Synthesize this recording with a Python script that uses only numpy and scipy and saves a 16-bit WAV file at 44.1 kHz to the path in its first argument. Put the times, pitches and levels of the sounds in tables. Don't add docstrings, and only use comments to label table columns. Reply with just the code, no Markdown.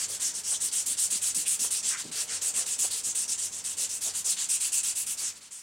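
import sys
import numpy as np
from scipy import signal
from scipy.fft import rfft, irfft, next_fast_len
from scipy.io import wavfile

SR = 44100
rng = np.random.default_rng(int(sys.argv[2]) if len(sys.argv) > 2 else 0)


def digitize_waveform(pressure):
    field = np.atleast_2d(pressure).T
    bounded = np.clip(field, -1, 1)
    quanta = np.round(bounded * 32767).astype(np.int16)
    wavfile.write(sys.argv[1], SR, quanta)


N = 247842
TIME = np.arange(N) / SR

# start_s, rise_s, hiss_db, rasp_db, bright_db
STROKES = [(-0.036, 0.06, -29, -41.5, -4), (0.081, 0.021, -33.5, -45.5, -2),
           (0.196, 0.018, -30, -42.5, -2.5), (0.337, 0.022, -33.5, -47, -4),
           (0.434, 0.09, -28.5, -44.5, -2), (0.6, 0.022, -29, -42.5, -2.0),
           (0.712, 0.059, -27.5, -41.5, -1), (0.857, 0.009, -30.5, -42, 1),
           (0.968, 0.047, -25.5, -41, -0.5), (1.101, 0.011, -28, -41.5, 0.0),
           (1.213, 0.026, -28.0, -41.5, 0.5), (1.345, 0.004, -28, -42.5, -0.5),
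           (1.456, 0.033, -27.5, -42.5, -0.0), (1.59, 0.016, -27, -42.5, -1.5),
           (1.704, 0.0088, -28, -42, -1), (1.827, 0.073, -26, -40.5, -2), (1.97, 0.02, -34.5, -39.5, -4.5),
           (2.039, 0.0018, -46.5, -52.0, -8), (2.114, 0.14, -28, -40, 0.5), (2.276, 0.06, -32, -43.0, -3.5),
           (2.412, 0.01, -30.0, -43.5, -1.5), (2.537, 0.031, -28.5, -41.5, -2),
           (2.658, 0.0085, -30, -43, -1.5), (2.783, 0.017, -28, -41.5, 0), (2.902, 0.016, -30.5, -43, 0),
           (3.033, 0.025, -31.5, -44.5, -3.5), (3.147, 0.012, -28, -43, -3), (3.277, 0.026, -28, -44, -3.5),
           (3.376, 0.025, -31.0, -45.5, -3.5), (3.513, 0.045, -35.5, -49, -4),
           (3.639, 0.024, -32.5, -45.5, -2), (3.767, 0.044, -28, -42.0, -1.5),
           (3.889, 0.011, -32.0, -48, -2.5), (4.007, 0.035, -28.5, -43, -1),
           (4.135, 0.037, -31.0, -42.5, 0.5), (4.243, 0.031, -24.5, -41, -2),
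           (4.362, 0.046, -31.5, -39.5, -2), (4.486, 0.02, -26.5, -41, -0.5),
           (4.598, 0.033, -29.5, -40, 1.5), (4.718, 0.018, -25, -42, 0.5), (4.83, 0.0059, -29, -42, 0.5),
           (4.95, 0.027, -28.5, -46.5, 2), (5.062, 0.0068, -30, -46, 1.0), (5.17, 0.024, -31.5, -45.5, -2),
           (5.343, 0.038, -49, -56, -4), (5.406, 0.017, -49.5, -57.5, -4), (5.506, 0.023, -42, -57.0, -1.5)]


def from_db(db):
    return 10 ** (np.asarray(db) / 20)


def rms_one(x):
    return x / np.sqrt(np.mean(x ** 2) + 1e-20)


def ease(x):
    return np.sin(np.pi / 2 * np.clip(x, 0, 1))


def in_time(points):
    return np.interp(TIME, *np.transpose(points))


def curve(points):
    hz, db = np.transpose(points)
    return lambda f: from_db(np.interp(np.log(f), np.log(hz), db))


def colour(x, gain):
    size = next_fast_len(N + SR // 10)
    freq_hz = np.maximum(np.fft.rfftfreq(size, 1 / SR), 1)
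    return irfft(rfft(x, size) * gain(freq_hz), size)[:N]


def above(f, edge_hz, order=14):
    return .5 + .5 * np.tanh(order * np.log(f / edge_hz))


def drift(rate_hz):
    hop = 40
    count = N // hop + 2
    f = np.fft.rfftfreq(count, hop / SR)
    spectrum = rfft(rng.standard_normal(count)) / (1 + (f / rate_hz) ** 2)
    slow = rms_one(irfft(spectrum, count))
    return np.interp(np.linspace(0, count - 1, N), np.arange(count), slow)


def drone(hz, width_hz):
    phase = 2 * np.pi * hz * TIME
    return rms_one(drift(width_hz / 2) * np.sin(phase) + drift(width_hz / 2) * np.cos(phase))


def hands():
    jerk_share, jerk_s = 0.19, 0.0032
    slowing_share, glide_power, last_stop_s = 0.48, 1.9, 5.65
    pull_lean_db, push_lean_db = (0.92, -3), (0.2, 1.7)
    speed, hiss, rasp, bright = np.zeros((4, N))
    ends_s = [row[0] for row in STROKES[1:]] + [last_stop_s]
    for k, ((start_s, rise_s, hiss_db, rasp_db, bright_db), end_s) in enumerate(zip(STROKES, ends_s)):
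        now = (TIME >= start_s) & (TIME < end_s)
        t = TIME[now] - start_s
        along = t / (end_s - start_s)
        setting_off = jerk_share * ease(t / jerk_s) + (1 - jerk_share) * ease(t / rise_s)
        speed[now] = setting_off * ease((1 - along) / slowing_share) ** glide_power
        hiss_lean_db, rasp_lean_db = push_lean_db if k % 2 else pull_lean_db
        from_middle = along - (1 - slowing_share / 2) / 2
        hiss[now] = hiss_db + hiss_lean_db * from_middle
        rasp[now] = rasp_db + rasp_lean_db * from_middle
        bright[now] = bright_db
    return speed, hiss, rasp, bright


def grit(speed, spread_db=1.5):
    clicks_per_s = 30000 * (.12 + speed)
    chance = clicks_per_s / SR
    sizes = from_db(spread_db * np.minimum(rng.exponential(1, N), 5))
    signs = rng.choice([-1, 1], N)
    hits = rng.random(N) < chance
    return rms_one(sizes * signs * hits / np.sqrt(chance))


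def scratch(speed, low_hz, high_hz, shift_db, bands):
    # freq_hz, gain_db
    response = [(900, -20), (1500, -13), (2250, -11), (2700, -19.5), (4200, -18), (5200, -7.5), (6200, -4),
                (8000, 2), (9300, -0.5), (10500, -8), (12100, -16.5), (13200, -18.5), (14400, -18.5),
                (15800, -14.5)]
    rest = colour(grit(speed),
                  lambda f: curve(response)(f) * np.sqrt(above(f, low_hz) * (1 - above(f, high_hz))))
    out = np.zeros(N)
    for edge_hz in np.geomspace(low_hz, min(high_hz, 12000), bands + 1)[1:-1]:
        upper = colour(rest, lambda f: above(f, edge_hz))
        out += (rest - upper) * from_db(shift_db * drift(12.5))
        rest = upper
    return rms_one(out + rest * from_db(shift_db * drift(15)))


def sanding(speed, hiss_db, rasp_db, bright_db):
    # time_s, level_db
    drag_levels = [(0, -7), (.7, -11.5), (1.75, -10.5), (2.15, -7), (2.55, -7.5), (2.72, -11), (4.9, -11),
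                   (5.4, -5)]
    catching = from_db(0.78 * drift(280) + 0.5 * drift(15))
    hiss = scratch(speed, 4970, 14560, shift_db=2.0, bands=4)
    top = colour(hiss, lambda f: above(f, 7440, order=3))
    tilt_db = 2.0 * bright_db + 11.6 * (speed - .8)
    hiss = from_db(tilt_db / 2) * top + from_db(-tilt_db / 2) * (hiss - top)
    hiss *= from_db(hiss_db + 0.05) * np.hypot(speed, .07)
    rasp = scratch(speed, 2710, 4653, shift_db=2.0, bands=5)
    rasp *= from_db(rasp_db + 0.47) * np.hypot(speed, .05) ** 0.59
    drag = scratch(speed, 760, 3360, shift_db=1.5, bands=3)
    drag *= from_db(rasp_db + in_time(drag_levels)) * np.hypot(speed, .08) ** 0.52
    return catching * (hiss + rasp + drag + from_db(hiss_db) * ring(speed))


def ring(speed, pitch_hz=2650, stage_width_hz=420):
    # time_s, level_db
    levels = [(0, -47), (1.2, -27), (1.6, -24.5), (2.5, -22), (3.2, -28), (4.0, -25.5), (4.3, -31),
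              (4.55, -18), (4.9, -22), (5.1, -23), (5.6, -22.5)]
    radius = np.exp(-np.pi * stage_width_hz / SR)
    mode = [1, 0, -1, 1, -2 * radius * np.cos(2 * np.pi * pitch_hz / SR), radius ** 2]
    ringing = signal.sosfilt([mode, mode], grit(speed))
    return from_db(in_time(levels)) * speed ** 0.5 * rms_one(ringing)


def bench(speed):
    # freq_hz, gain_db
    response = [(70, -8), (120, 5.5), (200, 15), (330, 4.5), (480, 12.5), (700, -27), (950, 13.5),
                (1300, -17)]
    # pitch_hz, width_hz, level_db
    tones = [(464, 130, -58.5), (609, 42, -62), (762, 110, -62)]
    # time_s, gain_db
    drive = [(0, -8.5), (2.05, -21), (2.15, 0.5), (2.65, -5), (2.75, -6.5), (5.62, -25)]
    murmur = from_db(-62.5 + drift(21)) * rms_one(colour(grit(speed), curve(response)))
    hollow = sum(from_db(db) * drone(hz, width_hz) for hz, width_hz, db in tones)
    return (0.65 + 0.14 * speed) * (murmur + from_db(in_time(drive)) * hollow)


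def background():
    # freq_hz, gain_db
    air_spectrum = [(20, -12), (40, -4), (75, 4.5), (130, 1.5), (250, -1.5), (600, 1), (2000, 0),
                    (8000, -6.5), (16000, -14.5)]
    # pitch_hz, width_hz, level_db
    hum_tones = [(94, 6.1, -70.5), (191.5, 5.5, -74.5), (291.4, 25, -75)]
    hum = sum(from_db(db) * drone(hz, width_hz) for hz, width_hz, db in hum_tones)
    air = rms_one(colour(rng.standard_normal(N), curve(air_spectrum)))
    return from_db(-55.5) * air + hum


def room(x, t60_s=0.26, level_db=-12.5, path_sets=3):
    t = TIME[:SR // 3]
    shares = np.array([drift(4) for _ in range(path_sets)])
    shares /= np.sqrt(np.sum(shares ** 2, axis=0))
    out = np.zeros(N)
    for share in shares:
        response = rng.standard_normal(len(t)) * from_db(-60 * t / t60_s) * (t > .002)
        response /= np.sqrt(np.sum(response ** 2))
        out += signal.oaconvolve(x * share, response)[:N]
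    return from_db(level_db) * out


def slips(middle_s, half_length_s, centre_hz, width_oct, cycles_per_slip=1.1):
    now = np.flatnonzero(np.abs(TIME - middle_s) < half_length_s)
    swell = np.cos(np.pi / 2 * (TIME[now] - middle_s) / half_length_s) ** 3
    draw, noise = rng.random((2, SR // 2))[:, :len(now)]
    clicks = (draw < centre_hz / cycles_per_slip / SR) + 0.11 * (noise - .5)
    edges_hz = centre_hz * 2 ** (np.array([-.5, .5]) * width_oct)
    resonance = signal.butter(2, edges_hz, "band", fs=SR, output="sos")
    out = np.zeros(N)
    out[now] = rms_one(signal.sosfilt(resonance, clicks * swell))
    return out


def bumps(delay_s=.034, gain_db=-11):
    # time_s, force_db
    force = [(0, -63), (.6, -52), (1.1, -47.5), (1.4, -43), (2.05, -60), (2.3, -56), (3.05, -50),
             (3.7, -63), (5.6, -77)]
    out = np.zeros(N)
    for start_s, *_ in STROKES[1::2]:
        force_db = np.interp(start_s, *np.transpose(force))
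        bump = slips(start_s + delay_s, half_length_s=.068, centre_hz=216, width_oct=1.34)
        out += from_db(gain_db + force_db) * bump
    return out


def judders(gain_db=-6.5):
    # middle_s, half_length_s, centre_hz, level_db
    catches = [(0.12, 0.072, 420, -52), (0.26, 0.062, 6400, -28), (.531, 0.038, 890, -46.5),
               (0.552, 0.032, 3580, -36.5), (1.47, 0.031, 2880, -37.5), (1.65, 0.039, 610, -46),
               (1.941, 0.079, 1750, -38.5), (2.056, .024, 240, -41.5), (2.093, 0.048, 187, -48),
               (2.314, 0.045, 1820, -43), (2.34, .15, 664, -60), (2.601, 0.13, 624, -51),
               (2.848, .036, 582, -43.5), (2.932, 0.059, 4380, -38.5), (3.087, 0.033, 925, -53),
               (3.815, 0.081, 480, -53.5), (4.083, .055, 570, -47.5), (4.275, .052, 615, -52),
               (4.327, 0.032, 3930, -36.5), (5.231, .051, 650, -53.5)]
    # centre_hz, width_oct
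    widths = [(220, 1.7), (480, 0.51), (650, 2.04), (1800, 0.87), (3500, .42)]
    out = np.zeros(N)
    for middle_s, half_length_s, centre_hz, level_db in catches:
        width_oct = np.interp(centre_hz, *np.transpose(widths))
        out += from_db(gain_db + level_db) * slips(middle_s, half_length_s, centre_hz, width_oct)
    return out


def scene():
    # time_s, gain_db
    fade_points = [(0, 2), (5.1, 0.5), (5.35, -3), (5.62, -11.5)]
    # freq_hz, gain_db
    stereo_width = [(40, 8), (90, -1.5), (300, -0.5), (700, -4.5), (1100, -7.5), (1800, -42.5), (3500, -42),
                    (4800, -37), (5800, -3), (7000, -2.5), (8200, -4.5), (10000, -19.5), (12000, -40)]
    speed, hiss_db, rasp_db, bright_db = hands()
    fade = from_db(in_time(fade_points))
    work = sanding(speed, hiss_db, rasp_db, bright_db) + fade * bench(speed) + judders() + bumps()
    mid = work + room(work) + fade * background()
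    side = colour(room(work) + from_db(-8.0) * fade * background(), curve(stereo_width))
    return np.array([mid + side, mid - side])


def record(dry, cutoff_hz=16000):
    return signal.sosfilt(signal.ellip(12, .1, 80, cutoff_hz, fs=SR, output="sos"), dry)


dry = scene()
out = record(dry)
digitize_waveform(out)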